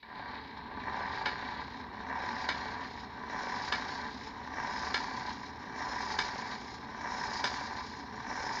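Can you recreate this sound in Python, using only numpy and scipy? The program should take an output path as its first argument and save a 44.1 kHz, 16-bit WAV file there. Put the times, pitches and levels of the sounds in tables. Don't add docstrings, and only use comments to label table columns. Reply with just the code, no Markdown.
import sys
import numpy as np
from scipy import signal
from scipy.fft import rfft, irfft
from scipy.io import wavfile
from scipy.ndimage import uniform_filter1d

SR = 44100
rng = np.random.default_rng(int(sys.argv[2]) if len(sys.argv) > 2 else 0)


def write(x):
    x = np.atleast_2d(x).T
    wavfile.write(sys.argv[1], SR, np.round(np.clip(x, -1, 1) * 32767).astype(np.int16))


N = 379260
TIME = np.arange(N) / SR


def undb(db):
    return 10 ** (np.asarray(db) / 20)


def unit(x):
    return x / np.sqrt(np.mean(x ** 2))


def curve(table, at, axis=1):
    rows = np.array(table, float)
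    return np.interp(at, rows[:, 0], rows[:, axis])


def ring(x, response):
    return signal.fftconvolve(x, response)[:len(x)]


def colour(x, spectrum):
    size = 8192
    hz, db = np.transpose(spectrum)
    bins_hz = np.fft.rfftfreq(4 * size, 1 / SR)
    shape_db = np.interp(np.log(bins_hz + 1), np.log(hz), db)
    cepstrum = irfft(np.log(undb(shape_db)))[:2 * size]
    cepstrum[1:] *= 2
    response = irfft(np.exp(rfft(cepstrum, 4 * size)))[:2 * size]
    return ring(x, response)


def split(x, hz):
    low = signal.sosfiltfilt(signal.butter(8, hz, fs=SR, output="sos"), x)
    return low, x - low


def modes(table, scatter_db, spread_s, soft_hz):
    hz, width, db = np.transpose(table)[:, :, None]
    t = np.maximum(TIME[:SR // 5] - spread_s * rng.random(hz.shape), 0)
    sign = rng.choice([-1, 1], hz.shape)
    share = sign * undb(db + scatter_db * rng.standard_normal(hz.shape))
    tones = np.sqrt(width) * np.exp(-np.pi * width * t) * np.sin(2 * np.pi * hz * t)
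    response = np.sum(share * tones, axis=0)
    soft = signal.cheby1(8, .5, soft_hz, fs=SR, output="sos")
    response = signal.sosfilt(soft, response)
    return response / np.linalg.norm(response)


def taps(times, sizes):
    index = np.round(np.ravel(times) * SR).astype(int)
    inside = (index >= 0) & (index < N)
    return np.bincount(index[inside], np.ravel(sizes)[inside], N)


def walk(rate):
    hold = int(SR / rate)
    steps = np.repeat(rng.standard_normal(N // hold + 1), hold)
    smooth = uniform_filter1d(uniform_filter1d(steps, hold), hold)
    return 1.3 * smooth[:N]


# (time [s], position [turns])
CRANK = [(.027, 0), (1.256, 1), (2.487, 2), (3.721, 3), (4.776, 3.85), (4.941, 4), (6.186, 5), (7.439, 6),
         (8.695, 7)]


def crank_angle():
    return curve(CRANK, TIME) % 1 * 360


# (time [s], level [dB])
RUN_UP = [(.024, -20), (.032, -11), (.11, -7.5), (.18, -2), (.8, 2.5), (1.2, 2)]


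def run_up():
    return undb(curve(RUN_UP, TIME))


# (frequency [Hz], relative level per Hz [dB])
DRONE = [(28, -26), (48, -4.5), (75, 5), (99, -4.5), (122, 0.5), (155, -6.5), (215, 3), (265, 5),
         (340, -7.5), (440, -1.5), (550, -21), (950, 0.5), (1350, -16.5), (3000, -69)]


def motor(level_db=-49.0):
    return unit(colour(rng.standard_normal(N), DRONE)) * undb(level_db)


STROKE_STARTS = [0, 93, 108, 165, 237, 351]


def stroke_at(degrees):
    edges = np.append(STROKE_STARTS, 360)
    place = np.interp(degrees % 360, edges, np.arange(len(edges)))
    stroke, progress = np.divmod(place, 1)
    return stroke.astype(int), progress - .5


# (gear rattle [dB], pinion rasp [dB], linkage scrape [dB], swell of rasp and scrape across it [dB])
STROKES = [(-41.5, -53, -53, -6), (-42, -51.5, -55.5, -2.5), (-49.5, -56, -57.5, 0.5),
           (-47.5, -59.5, -64.5, 3.5), (-40, -53.5, -51.5, 8.5), (-42.5, -56.5, -53, -2)]
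STROKE_BLEND_S = 0.0077
TOOTH_RIPPLE_DB = 2


def pressure(degrees, axis, count=38):
    stroke, progress = stroke_at(degrees)
    rows = np.array(STROKES)[stroke]
    gain = undb(rows[:, axis] + rows[:, -1] * progress)
    gain = uniform_filter1d(gain, int(STROKE_BLEND_S * SR))
    return gain * undb(TOOTH_RIPPLE_DB * np.cos(count * np.radians(degrees)))


def friction(ticks_per_s=2000):
    sizes = undb(2.5 * rng.standard_normal(N)) * rng.choice([-1, 1], N)
    ticks = (rng.random(N) < ticks_per_s / SR) * sizes
    return unit(ticks) + .5 * rng.standard_normal(N)


LIFT = [(0, 0), (90, 0), (230, 1), (360, 0)]


def squeal(degrees, shut_hz=4550, open_hz=5750, width_hz=600):
    hz = shut_hz + (open_hz - shut_hz) * curve(LIFT, degrees)
    grain = signal.sosfilt(signal.butter(3, width_hz / 2, fs=SR, output="sos"), friction())
    return unit(grain * np.sin(2 * np.pi * np.cumsum(hz) / SR))


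# (frequency [Hz], relative level per Hz [dB])
RASP = [(520, -23), (1400, -10), (2100, 5.5), (2800, -7.5), (3800, 2), (4400, -2.5), (5600, 3.5),
        (6250, -7.5), (6850, -5.5), (7200, -20.5), (7900, -28), (8500, -41), (9200, -28), (10300, -49.5)]
# (frequency [Hz], width [Hz], relative energy [dB])
PARTS = [(3200, 520, 0.5), (3887, 89, 0.5), (4272, 110, 3.5), (4740, 35, -5.5), (4875, 100, -2),
         (5256, 59, 2), (6220, 57, -5.5), (6810, 74, -10.5)]


def pinion(degrees, ring_db=-2, rasp_db=-1, scrape_db=-3, squeal_db=-4, flutter_db=1.5):
    parts = ring(friction(), modes(PARTS, scatter_db=0, spread_s=.001, soft_hz=6800))
    rubbing = unit(colour(friction(), RASP)) + undb(ring_db) * unit(parts)
    low, high = split(rubbing, hz=4800)
    rasp = low * undb(rasp_db) * pressure(degrees, axis=1)
    scrape = high + undb(squeal_db) * squeal(degrees)
    scrape = scrape * undb(scrape_db) * pressure(degrees, axis=2)
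    return (rasp + scrape) * undb(flutter_db * walk(35))


def teeth(count, play=1):
    degrees = (np.arange(count) + play * rng.random(count)) * 360 / count
    return degrees, rng.standard_normal(count)


SLACK_SWELL_DB = 8.5


def load(degrees):
    stroke, progress = stroke_at(degrees)
    over_top = stroke == 3
    return np.array(STROKES)[stroke, 0] + SLACK_SWELL_DB * progress * over_top


def every_turn(degrees, db, jitter_s, scatter_db):
    s, turns = np.transpose(CRANK)
    position = np.arange(turns[-1])[:, None] + degrees / 360
    late, louder = rng.standard_normal((2,) + position.shape)
    times = np.interp(position, turns, s) + jitter_s * late
    return taps(times, undb(db + scatter_db * louder))


# (frequency [Hz], width [Hz], relative energy [dB])
BODY = [(428, 150, -13.5), (755, 38, -8.5), (829.4, 39, -7), (905, 53, -4.5), (965.7, 36, -2),
        (1007, 44, -6), (1162, 38, -9.5), (1526, 46, -8), (1610, 11, -8.5), (1701, 81, -5.5),
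        (1844, 120, -7.5), (1970, 91, -13.5), (2295, 56, -17.5)]
# (crank angle [degrees], relative level [dB])
SNAGS = [(17, -36), (142.2, -41), (158.9, -42), (218.4, -38), (236.8, -38), (254.7, -35), (262.6, -36),
         (286.7, -36), (294.2, -33), (301.5, -33), (346.5, -35)]


def gears(level_db=22.0, knock_db=4.0, rattle_db=-5.5, uneven_db=1.24, count=8):
    backlash_degrees, backlash_db = 2, -6
    slow, worn = teeth(count=38, play=.5)
    snag, snag_db = np.transpose(SNAGS)
    clear = np.min(np.abs(slow[:, None] - snag), axis=1) > 4
    slow_db = np.where(clear, load(slow) + knock_db + uneven_db * worn, -np.inf)
    degrees = np.append(slow, snag)
    db = np.append(slow_db, snag_db)
    out = 0
    for k in range(count):
        knocks = every_turn(degrees[k::count], db[k::count], jitter_s=.0003, scatter_db=1)
        light, uneven = teeth(count=80)
        ahead = degrees - light[:, None]
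        free = np.any((ahead > 0) & (ahead < backlash_degrees), axis=1)
        light_db = load(light) + uneven_db * uneven + backlash_db * free
        rattle = every_turn(light, light_db, jitter_s=.0002, scatter_db=1.2)
        body = modes(BODY, scatter_db=1.2, spread_s=.0022, soft_hz=4500)
        out = out + ring(knocks + undb(rattle_db) * rattle, body)
    return undb(level_db) * out


# (time after landing [s], relative level [dB])
BOUNCES = [(0, -10), (.002, -0.5), (.007, -8.5), (.014, -6.5), (.025, -11), (.035, -11.5), (0.041, -34)]
# (frequency [Hz], width [Hz], relative energy [dB])
LID = [(258, 24, -12), (438, 21, -16.5), (772, 75, -4.5), (952, 51, 2), (1180, 60, -9.5), (1398, 20, -9),
       (1730, 290, -15), (1724, 43, 4.5), (2140, 92, -16), (2279, 51, 2), (2930, 43, -5.5),
       (3710, 140, -1.5), (4114, 70, -7), (5000, 160, -1)]
# (frequency [Hz], relative level per Hz [dB])
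CRACK = [(200, -15.5), (480, 2), (1000, 5), (1700, 14.5), (2700, -2.5), (4300, 7), (5200, -9), (6300, -5),
         (7000, -17), (7500, -23), (8000, -20.5), (8500, -41), (9400, -37), (12000, -50)]
CLACK_DB = -32


def lid(crack_db=-1, level_db=29.0, start_db=-53):
    delay, bounce_db = np.transpose(BOUNCES)
    contacts = taps([.029], undb([start_db]))
    for landing, turns in CRANK[1:]:
        if turns % 1 == 0:
            contacts = contacts + taps(landing + delay, undb(CLACK_DB + bounce_db))
    tone = ring(contacts, modes(LID, scatter_db=0, spread_s=.002, soft_hz=6500))
    drain = np.exp(-TIME[:SR // 5] / .003)
    envelope = np.sqrt(np.abs(ring(contacts ** 2, drain)))
    crack = colour(rng.standard_normal(N) * envelope, CRACK)
    return (tone + undb(crack_db) * unit(crack) * np.std(tone)) * undb(level_db)


def room(x, wet_db=-7):
    t, t60_s = TIME[:SR // 2], .18
    fade = np.exp(-np.log(1000) * t / t60_s)
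    tail = rng.standard_normal(len(t)) * fade * (t > .003)
    return x + undb(wet_db) * ring(x, tail / np.linalg.norm(tail))


def scene():
    running = run_up()
    drone = motor() * running
    machinery = (pinion(crank_angle()) + gears()) * running
    return (room(machinery + lid()) + drone)[None]


TREBLE_START_DB, TREBLE_END_DB, TREBLE_OPEN_S = -19.5, 3.8, 2.72
TOP_HZ = 15700


def record(dry, shelf_hz=4650, hiss_db=-88, whine_db=-93):
    low, high = split(dry, shelf_hz)
    still_dull = np.exp(-TIME / TREBLE_OPEN_S)
    treble_db = TREBLE_END_DB + (TREBLE_START_DB - TREBLE_END_DB) * still_dull
    sound = low + high * undb(treble_db)
    hiss = undb(hiss_db) * rng.standard_normal(N)
    whine = undb(whine_db) * unit(np.sin(2 * np.pi * 12662 * TIME))
    top_cut = signal.ellip(8, .2, 70, TOP_HZ, fs=SR, output="sos")
    return signal.sosfilt(top_cut, sound + hiss + whine)


dry = scene()
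out = record(dry)
write(out)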